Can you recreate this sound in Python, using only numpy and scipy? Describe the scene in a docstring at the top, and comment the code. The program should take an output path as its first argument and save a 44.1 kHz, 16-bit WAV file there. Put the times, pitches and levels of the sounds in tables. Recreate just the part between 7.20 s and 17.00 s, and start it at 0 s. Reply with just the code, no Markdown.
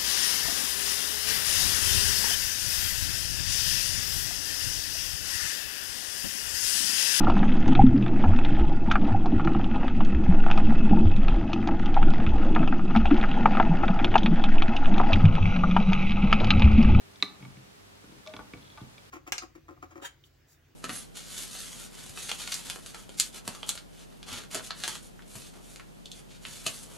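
"""Over a shallow reef, in a sealed housing with two microphones: gurgle, far shrimp crackle and hand tremble
from 0 s. Soon surge thumps, near snaps ringing the housing, bubbles, a moan and plops join; the image opens
from mono after 2.5 s. At 8 s the scene changes to one close to the surface: mode levels shift, a low drone
climbs and a thin fizz swells. From 9 s the upper wash swells. Noise through resonances makes water and fizz,
kicked resonances make snaps, damped sines make the air pockets, and wavering sines make tremble and drone."""
import sys
import numpy as np
from scipy import signal
from scipy.fft import rfft, irfft, next_fast_len
from scipy.io import wavfile
from scipy.ndimage import uniform_filter1d

SR = 44100
rng = np.random.default_rng(int(sys.argv[2]) if len(sys.argv) > 2 else 0)


def to_wav(s):
    """Save 16-bit WAV."""
    ch = np.atleast_2d(s).T  # columns
    pcm = np.round(np.clip(ch, -1, 1) * 32767)  # PCM
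    wavfile.write(sys.argv[1], SR, pcm.astype(np.int16))


N = 432180

# near snaps: (time [s], peak at the pivot pitch [dB], brightness [dB/octave], narrowness [dB/octave^2])
NEAR_SNAPS = [(0.07, -16, -14.5, 23), (0.099, -26.5, -8.5, -8), (0.166, -26, -12.5, 5.5),
              (0.191, -40, 11, 2), (0.23, -21, -12, 14.5), (0.478, -50, 11.5, -4.5), (0.551, -23, 11, 7),
              (0.762, -39, 9, 9), (0.824, -36, 14.5, 5), (0.863, -26, 0.5, 8), (0.88, -34, 9, 4),
              (1.039, -23.5, -8, 2.5), (1.054, -46, -19, -8), (1.134, -26.5, -4, 9), (1.188, -27, 0, -0.5),
              (1.248, -26, 4, -0.5), (1.396, -36, 2, -1), (1.7, -34, 2, 1), (1.712, -10, 5, 32),
              (1.714, -24, 5.5, -2), (1.737, -26, -2, 10), (1.755, -10, -6.5, 18), (1.813, -33, 6, 13),
              (1.839, -42, -6, 10), (1.905, -37.5, -17, 7), (2.058, -38, -7.5, -10.5),
              (2.197, -21.5, -10, 14), (2.248, -39.5, -2, -8), (2.274, -17.5, -3, 13),
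              (2.349, -23, -8, 8.5), (2.396, -33, -14.5, 8), (2.442, -31, 4, -0.5), (2.561, -38.5, -18, -1),
              (2.631, -28.5, -7, 1), (2.68, -22.5, 3, 10), (2.806, -27.5, -7.5, -0.5),
              (2.848, -53.5, 16, -2.5), (2.87, -47, -3, 8), (3.123, -41, -17, 2), (3.237, -29, -5, 15),
              (3.264, -23, -12, 7.5), (3.284, -27, -5, 9), (3.301, -26, -3, -1), (3.312, -20.5, 4, -1),
              (3.33, -37, 4, -1), (3.375, -26, -1.5, -4.5), (3.379, -27, -7.5, 7.5), (3.708, -36, 7.5, 5),
              (3.771, -33, -9, 17), (3.963, -38, 8, -0.5), (4.082, -23.5, 3, 1), (4.331, -26, 3, -3.5),
              (4.473, -32.5, -3, -8), (4.488, -26, -12, 6), (4.658, -35.5, 9.5, 0), (4.742, -35.5, 8.5, -1),
              (4.768, -26, -15, 2), (4.827, -21.5, 2, 5), (4.903, -51, 15, -2), (4.936, -33.5, -4, -7),
              (5.001, -30.5, 4.5, 6), (5.064, -25, 7.5, 6), (5.349, -29, 6, 0.5), (5.362, -16.5, -9.5, 11),
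              (5.417, -32, -3, 12), (5.429, -24, -12.5, 16), (5.475, -26, 0, -2), (5.525, -19.5, -13, 18),
              (5.594, -25, -6, 14), (5.751, -19.5, -10, 12.5), (5.761, -22.5, -2.5, -4.5),
              (5.771, -26.5, 2.5, -1.5), (5.855, -22, 0, -1), (5.909, -19, -2, 8.5),
              (6.012, -29.5, 10, 4.5), (6.038, -16, -4, 13), (6.257, -8, -8.5, 5), (6.309, -36, 1, 4),
              (6.333, -29.5, 2, 3), (6.35, -24, -2, 1.5), (6.371, -14, -8, 24.5), (6.399, -11, -8.5, 5),
              (6.54, -35, -18, 6), (6.634, -21, -10, 4.5), (6.68, -20, 7, 9), (6.79, -22.5, 5, 7),
              (6.844, -17, 4.5, -0.5), (6.941, -16.5, 0, 5), (6.955, -12.5, -6, -4),
              (6.979, -29.5, 12, -0.5), (7.032, -33, 17, 5), (7.06, -14, 4.5, 7), (7.239, -21, 5.5, 0),
              (7.381, -31, 18, 9), (7.421, -16, 4.5, 4.5), (7.545, -41, -10.5, -6.5), (7.564, -29, 14, 3),
              (7.656, -23.5, 9, 11.5), (7.741, -34.5, 15, 7), (7.78, -25, 1, -2.5), (7.8, -19, -13.5, 6),
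              (7.814, -31.5, -10.5, -8), (7.931, -20, 12.5, 4.5), (8.053, -25.5, 6.5, 1),
              (8.152, -29.5, 9.5, 3), (8.181, -34.5, -17, 4.5), (8.362, -28, 7, 6.5),
              (8.436, -15, -9.5, 14.5), (8.511, -27.5, 11, 3.5), (8.565, -11, -5, 1), (8.613, -40, 10, 2),
              (8.721, -29, -4, -5), (8.731, -22.5, 11.5, 2), (8.889, -48, 8, -1), (8.907, -35, 16, 3.5),
              (8.918, -29, 15, 7.5), (9.045, -39, 11.5, 3), (9.116, -41, 13.5, 1), (9.127, -7, 7, 3),
              (9.201, -31, 22, 9.5), (9.244, -32.5, 12.5, -0.5), (9.271, -38, 6, -2.5), (9.299, -40, 0, -1),
              (9.304, -17, 19.5, 7.5), (9.395, -33.5, 11, -0.5), (9.42, -21, 19, 8.5), (9.476, -26, -3, 11),
              (9.515, -52, 9, -4), (9.627, -35.5, 10, -1), (9.646, -24.5, 7, 12)]
# big bubbles: (time [s], peak [dB], starting pitch [Hz], rise [s])
BIG_BUBBLES = [(0.174, -25, 232.5, 0.014), (0.495, -16, 254.6, .012), (0.59, -20.5, 182, .012),
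               (0.638, -4, 245, 0.0021), (0.66, -10, 239.4, 0.011), (0.742, -11.5, 263.5, 0.0058),
               (1.028, -20, 226, 0.0087), (1.146, -20.5, 232, 0.0064), (2.115, -21, 208, .008),
               (3.09, -10.5, 174.4, 0.0063), (3.488, -16.5, 217.8, .012), (3.803, -18.5, 220.4, .008),
               (3.977, -21, 196, .008), (5.509, -23.5, 247.6, 0.0088), (5.763, -10, 215, 0.0089),
               (5.913, -9, 283.6, 0.0049), (5.92, -23.5, 341, .012), (5.925, -19, 214, .012),
               (6.5, -15.5, 160.5, 0.021), (6.698, -14.5, 182.4, 0.004), (7.113, -19.5, 166, 0.02),
               (7.483, -17, 216.8, 0.0029), (8.041, -9.5, 150, 0.0074), (8.29, -17, 175.5, 0.0092),
               (8.439, -23.5, 161, 0.011), (8.584, -18, 198.4, .008), (8.68, -16, 176, 0.01),
               (9.037, -9.5, 198.6, 0.0085), (9.584, -8, 218.4, 0.01), (9.671, -19, 221, 0.01),
               (9.754, -18, 190.4, .012)]
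# surge thumps: (time [s], peak [dB], starting pitch [Hz], rise [s])
SURGE_THUMPS = [(0.067, -26.5, 98, 0.03), (0.599, -21.5, 52, 0.025), (1.07, -14, 86, 0.031),
                (1.4, -15, 49, .015), (1.915, -18.5, 99.4, 0.014), (2.941, -15.5, 56.8, 0.013),
                (3.075, -17.5, 59, 0.013), (3.85, -11.5, 82.7, 0.0087), (5.061, -20, 65, 0.012),
                (5.128, -17, 46.5, 0.017), (5.764, -21, 57, 0.022), (5.824, -16, 49.1, 0.018),
                (7.929, -18, 84.3, .02), (8.04, -8.5, 95.7, 0.019), (8.21, -16, 95.3, .025),
                (9.023, -21, 47.6, 0.014), (9.338, -16, 75.7, 0.011), (9.443, -4.5, 68.5, 0.0049),
                (9.528, -11, 66.2, 0.017), (9.72, -20, 66, 0.028)]
# a low tone that lingers: (time [s], peak [dB], starting pitch [Hz], rise [s])
LOW_MOAN = [(.55, -20, 130.1, .058)]
# small bubbles that plop: (time [s], peak before flutter [dB], starting pitch [Hz])
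SMALL_PLOPS = [(0.563, -27.5, 731), (0.593, -9, 789), (0.611, -24, 802), (1.039, -32.5, 840),
               (1.685, -30.5, 889), (1.945, -20, 783), (3.713, -27.5, 760), (3.732, -16, 803),
               (3.772, -29.5, 883), (3.826, -33.5, 785), (4.766, -11, 797), (4.79, -24, 800),
               (6.635, -24.5, 842), (7.902, -22, 650)]
# housing resonances: (pitch [Hz], width [Hz], level deep [dB], level near the surface [dB])
HOUSING_MODES = [(490, 506, -2, -5.5), (676, 95, 2.5, -14.5), (818, 119, 7.5, 0), (1140, 140, -15, -9),
                 (1274, 124, -2, -3), (1419, 98, -1.5, -7.5), (1810, 800, -8.5, -14.5),
                 (2400, 510, -20, -7.5), (2598, 119, -4, -5.5), (2852, 180, -12, -11.5),
                 (3247, 426, -12.5, -17), (3850, 200, -24, -18), (4770, 710, -27.5, -37.5),
                 (6310, 130, -29.5, -43.5), (6400, 520, -33.5, -47)]
# gurgle resonances: (pitch [Hz], width [Hz], level deep [dB], level near the surface [dB])
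GURGLE_MODES = [(28.4, 20.4, 4, 5.5), (59.4, 48, -8.5, -4.5), (100.9, 27, -3.5, -0.5),
                (155, 33.3, -5.5, -2.5), (208, 52.3, 1, -1.5), (264.4, 64, -5.5, -20.5),
                (325.9, 54.5, -5, -15.5)]
# pitch bands of a snap: (from [Hz], to [Hz], centre [Hz])
SNAP_BANDS = [(0, 1000, 800), (1000, 1900, 1400), (1900, 4200, 2800), (4200, 8000, 5500)]
# one entry per snap band: (level [dB]), (lead [s]), (rise [s]), (fall [s])
BAND_DB = [0, -1.5, -2, -20]
BAND_LEAD_S = [.0014, .0011, .0004, 0]
BAND_RISE_S = [.0008, .001, .0014, .0016]
BAND_FALL_S = [0.0024, 0.002, 0.0013, 0.0011]
# water levels: (time [s], gurgle [dB], far crackle [dB])
WATER_LEVELS = [(0.0, -19, -31), (0.3, -22.5, -36.5), (0.7, -21.5, -42), (1.15, -25.5, -36.5),
                (1.5, -26.5, -41), (2.8, -26, -38), (3.6, -23, -39.5), (5.3, -27, -38.5), (6.0, -26, -35.5),
                (7.4, -28.5, -37.5), (8.22, -23.5, -32), (8.8, -27.5, -30.5), (9.4, -22, -28),
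                (9.8, -16, -31)]
# hand tremble: (time [s], level [dB])
TREMBLE_LEVELS = [(0.0, -19), (0.65, -11), (0.79, -28.5), (0.95, -13.5), (2.73, -21.5), (2.84, -8),
                  (2.98, -22.5), (3.19, -10.5), (4.09, -14.5), (4.28, -31.5), (4.88, -10.5), (4.94, -16),
                  (7.01, -20.5), (7.37, -9), (7.53, -23), (7.67, -11), (8.27, -23.5), (9.8, -17)]
# how the two microphones differ: (pitch [Hz], side minus mid at 0 dB width [dB], phase [radians])
MICROPHONE_DIFFERENCE = [(12, -26.5, 1.5), (60, -28.5, .8), (180, -26.5, .5), (330, -9.5, .5),
                         (750, -12.5, 0.35), (1400, -5.5, 1.3), (2000, -7.5, 1.3), (3000, -14, 2.2),
                         (4200, -8.5, 1.2), (6000, -16.5, .8)]
# stereo image: (time [s], width [dB])
IMAGE_WIDTH = [(0, -58.5), (2.5, -35), (3.0, -13), (4.5, -4.5), (6.0, -1.5), (8.0, 0.5), (8.1, 2.5),
               (9.8, 2.5)]

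SCENE_CHANGE_S = 8.0
# near the surface its mirror image cancels one band, and the wash above it swells
MIRROR_HZ, MIRROR_WIDTH_HZ = 1760, 380
WASH_S, WASH_DB_PER_S = 9.05, 4
CALM_DB = -4  # small far snaps stand out less near the surface
NOTCH_HZ, NOTCH_WIDTH_HZ = 411, 31
TREMBLE_HZ, TREMBLE_WIDTH_HZ = 10, 4.13
PIVOT_HZ = 1500
SPIKE = 15  # against noise of spread 1
SNAP_DAMPING = 2.55  # widens the housing modes
TAIL_DB, TAIL_STRETCH = -17.5, 6
THUD_CUT_DB = 6  # a snap stirs the lowest mode less
# t60 of an air pocket at the pivot peak; the louder, the sooner it dies
BUBBLE_T60_S, THUMP_T60_S, MOAN_T60_S, PLOP_T60_S = 0.15, 0.24, 1.4, 0.048
T60_PIVOT_DB, HALVING_DB = -21.5, 21.5
PLOP_RISE_S = 0.003
DRONE_S, DRONE_HZ, CLIMB_HZ_PER_S = 7.97, 161.6, 34
DRONE_DB, DRONE_DIP_DB = -23.5, 8.5
TOP_HZ, EDGE_HZ, HISS_DB = 7000, 11800, -89


def undb(db):
    """Decibels to amplitude."""
    return 10 ** (np.asarray(db) / 20)


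def unit(x):
    """Scale to an rms of 1."""
    return x / np.sqrt(np.mean(x ** 2))


def clock():
    """Time of every sample in seconds."""
    return np.arange(N) / SR


def ring(x, hz, width):
    """A resonance applied twice, so its skirts are steep."""
    b, a = signal.iirpeak(hz, hz / (1.288 * width), fs=SR)
    return signal.lfilter(b, a, signal.lfilter(b, a, x))


def walk(rate):
    """Random levels held 1 / rate s and slewed twice; spread near 1."""
    hold = int(SR / rate)
    steps = np.repeat(rng.standard_normal(N // hold + 1), hold)
    return 1.294 * uniform_filter1d(uniform_filter1d(steps, hold), hold)[:N]


def curves(table):
    """Straight lines between the rows, one curve per column after time."""
    times, *columns = np.transpose(table)
    return [np.interp(clock(), times, column) for column in columns]


def place(deep_db, shallow_db):
    """Gain that changes as the scene shifts to one close to the surface."""
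    return undb(np.interp(clock(), [SCENE_CHANGE_S - 0.03, SCENE_CHANGE_S + 0.069], [deep_db, shallow_db]))


def add(out, start_s, x):
    """Mix a sound in at its start time, cut at the end."""
    i = max(int(start_s * SR), 0)
    out[..., i:i + x.shape[-1]] += x[..., :N - i]


def burst(count, fall_s, rise_s=0.00049):
    """Envelope with a quick exponential rise and decay."""
    t = np.arange(count) / SR
    return (1 - np.exp(-t / rise_s)) * np.exp(-t / fall_s)


def gurgle(level_db):
    """Distant bubble clouds and surf: low resonances that flutter and are kicked by lone bubbles."""
    out = 0
    lump = burst(count=6000, rise_s=0.00074, fall_s=0.03)
    shared_kicks = rng.random(N) < 2.5 / SR  # these reach every resonance at once
    for hz, width, deep_db, shallow_db in GURGLE_MODES:
        own_kicks = rng.random(N) < 2.5 / SR
        kicks = (shared_kicks | own_kicks) * rng.random(N)
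        swell = (1 + 2.2 * signal.oaconvolve(kicks, lump)[:N]) * undb(2.8 * walk(11))
        mode = unit(ring(swell * rng.standard_normal(N), hz, width))
        out = out + place(deep_db, shallow_db) * np.sqrt(width) * mode
    return undb(level_db) * unit(out)


def crackle(level_db):
    """Countless far snaps blur to a hiss; small ones stand out in flurries, each favouring one pitch region."""
    out = 0
    hits_per_s = 320 * undb(2.5 * walk(6))
    hits = (rng.random(N) < hits_per_s / SR) * undb(np.minimum(2.95 * rng.exponential(size=N), 13))
    centre_octave = rng.uniform(np.log2(600), np.log2(9000), N)
    for hz, width, deep_db, shallow_db in HOUSING_MODES:
        lean_db = -16 * (np.log2(hz) - centre_octave) ** 2 + 3 * rng.standard_normal(N)
        # the treble dies sooner
        decay = burst(count=900, fall_s=0.0024 * (1800 / hz) ** 0.4)
        gust = signal.oaconvolve(hits * undb(lean_db), decay)[:N]
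        swell = 1 + 2.5 * (hz / 1800) ** 0.3 * place(0, CALM_DB) * gust
        swell = swell * undb(2.2 * walk(24) + 1.5 * walk(4))
        if hz > MIRROR_HZ:
            swell = swell * undb(WASH_DB_PER_S * np.maximum(clock() - WASH_S, 0))
        mode = unit(ring(swell * rng.standard_normal(N), hz, width))
        out = out + place(deep_db, shallow_db) * np.sqrt(width) * mode
    mirror = signal.lfilter(*signal.iirpeak(MIRROR_HZ, MIRROR_HZ / MIRROR_WIDTH_HZ, fs=SR), out)
    out = out - place(-41, -1.5) * mirror
    return undb(level_db) * unit(out)


def tremble(level_db):
    """The hand shakes the housing some ten times a second: a sine wavering in pitch and level."""
    hz = TREMBLE_HZ + TREMBLE_WIDTH_HZ / 2 * walk(12)
    phase = 2 * np.pi * np.cumsum(hz) / SR
    return np.sqrt(2) * undb(level_db + walk(7.5)) * np.sin(phase)


def air_pockets(table, glide, t60_s, flutter_db=0, flutter_s=0.0084):
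    """Damped sines that swell quickly and may flutter; pitch slides by 2 * glide of its start per second."""
    out, t = np.zeros(N), np.arange(SR) / SR
    for time_s, peak_db, hz, rise_s in table:
        t60 = t60_s * 2 ** (-(peak_db - T60_PIVOT_DB) / HALVING_DB)
        shape = (1 - np.exp(-t / rise_s)) ** 2 * 1000 ** (-t / t60)
        window = np.hanning(int(2 * flutter_s * SR))
        wobble = unit(signal.oaconvolve(rng.standard_normal(SR), window, "same"))
        flutter = undb(flutter_db * np.minimum(t / (4 * rise_s), 1) * wobble)
        tone = np.sin(2 * np.pi * (hz * (t + glide * t ** 2) + rng.random()))
        add(out, time_s - rise_s / 2, undb(peak_db) * tone * flutter * shape / shape.max())
    return out


def thumps():
    """Surge thumps: the lowest air pockets, sliding up as they rise."""
    return air_pockets(SURGE_THUMPS, 0.73, THUMP_T60_S)


def snap_band(push, echoes, favour_db, tilt_db, shallow, band, rise_s, fall_s):
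    """One band of a snap: a burst with a ragged tail and echoes kicks the housing modes in that band."""
    lo, hi, centre = band
    count = len(push)
    shape = burst(count, fall_s, rise_s) + undb(TAIL_DB) * burst(count, TAIL_STRETCH * fall_s, rise_s)
    blow = push * signal.fftconvolve(shape, echoes)[:count]
    blow = signal.lfilter(*signal.butter(3, min(hi, 5200), fs=SR), blow)
    out = np.zeros(count)
    for k, (hz, width, deep_db, shallow_db) in enumerate(HOUSING_MODES):
        if not lo < hz < hi:
            continue
        db = shallow_db if shallow else deep_db
        if lo > 0:  # the lowest band keeps the plain mode levels
            db += favour_db[k] + tilt_db * np.log2(hz / centre)
        if k == 0:
            db -= THUD_CUT_DB
        # neighbouring modes alternate in sign
        out += (-1) ** k * undb(db) * ring(blow, hz, SNAP_DAMPING * width)
    return out / np.abs(out).max()


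def snaps():
    """Near shrimp: a spike and dry noise burst, a faint tail and two echoes off the rock ring the housing."""
    out, count, front = np.zeros(N), 2600, 60  # lengths in samples
    for time_s, peak_db, tilt_db, narrow_db in NEAR_SNAPS:
        push = rng.standard_normal(count)
        favour_db = 3 * rng.standard_normal(len(HOUSING_MODES))
        lags_s = rng.uniform([0.0035, 0.007], [0.0052, 0.010])
        # the collapsing bubble gives one hard spike at the front
        push[front] += SPIKE
        echoes = np.zeros(count)
        echoes[[0, *(lags_s * SR).astype(int)]] = 1, 0.5, 0.1
        bands = zip(SNAP_BANDS, BAND_LEAD_S, BAND_RISE_S, BAND_FALL_S, BAND_DB)
        for band, lead_s, rise_s, fall_s, band_db in bands:
            octaves = np.log2(band[2] / PIVOT_HZ)
            db = peak_db + band_db + tilt_db * octaves - narrow_db * octaves ** 2
            part = snap_band(push, echoes, favour_db, tilt_db, time_s > SCENE_CHANGE_S, band, rise_s, fall_s)
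            add(out, time_s - lead_s, undb(db) * part)
    return out


def bubbles():
    """Big bubbles: air pockets that flutter slightly and slide up as they rise."""
    return air_pockets(BIG_BUBBLES, 0.63, BUBBLE_T60_S, flutter_db=0.5, flutter_s=0.01)


def moan():
    """A lingering low damped tone that sags in pitch."""
    return air_pockets(LOW_MOAN, -0.08, MOAN_T60_S)


def plops():
    """Small bubbles: short, high air pockets with a strong flutter."""
    table = [(*plop, PLOP_RISE_S) for plop in SMALL_PLOPS]
    return air_pockets(table, 0.3, PLOP_T60_S, flutter_db=4)


def drone():
    """A low sine climbs, wavering in pitch and throbbing."""
    since = clock() - DRONE_S
    hz = DRONE_HZ + CLIMB_HZ_PER_S * since
    fade_in = np.clip(since / 0.039, 0, 1)
    phase = 2 * np.pi * np.cumsum(hz * (1 + 0.035 * walk(36))) / SR
    level_db = DRONE_DB - DRONE_DIP_DB * np.abs(walk(22))
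    return fade_in * np.sqrt(2) * undb(level_db) * np.sin(phase)


def fizz(db=-62, hz=5900, width=500):
    """A thin high band of noise swells for a second after the scene changes and stays faint otherwise."""
    shape = np.interp(clock(), [8.0, 8.3, 8.75, 9.1], [0.11, 0.7, 0.51, 0.088])
    return undb(db) * shape * unit(ring(rng.standard_normal(N), hz, width))


def microphones(mid):
    """The side is a coloured, phase-turned, wavering share of the mid, plus a little treble of its own."""
    hz, db, turn = np.transpose(MICROPHONE_DIFFERENCE)
    size = next_fast_len(N)
    at = np.log(np.fft.rfftfreq(size, 1 / SR) + 1)
    gain = undb(np.interp(at, np.log(hz), db)) * np.exp(1j * np.interp(at, np.log(hz), turn))
    share = irfft(rfft(mid, size) * gain, size)[:N]
    side = undb(curves(IMAGE_WIDTH)[0] + 2 * walk(35)) * share
    side = side + undb(-71.5) * unit(ring(rng.standard_normal(N), 6000, 1400))
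    return np.array([mid + side, mid - side])


def scene():
    """All the sounds of the reef and the housing, heard by both microphones."""
    gurgle_db, crackle_db = curves(WATER_LEVELS)
    water = gurgle(gurgle_db) + crackle(crackle_db)
    # the housing is deaf in a narrow gap above the gurgle
    water = signal.lfilter(*signal.iirnotch(NOTCH_HZ, NOTCH_HZ / NOTCH_WIDTH_HZ, fs=SR), water)
    pockets = thumps() + bubbles() + moan() + plops()
    handling = tremble(curves(TREMBLE_LEVELS)[0])
    return microphones(water + handling + pockets + snaps() + drone() + fizz())


def record(dry):
    """The loudest peaks clip, and the top is cut over a faint electronic hiss."""
    clipped = np.clip(dry, -0.97, 0.97)
    cut = signal.sosfilt(signal.butter(8, TOP_HZ, fs=SR, output="sos"), clipped)
    mid, side = rng.standard_normal((2, N))
    hiss = undb(HISS_DB) * (mid + 0.25 * side * np.array([[1], [-1]]))
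    return signal.sosfilt(signal.butter(10, EDGE_HZ, fs=SR, output="sos"), cut + hiss)


dry = scene()
out = record(dry)
to_wav(out)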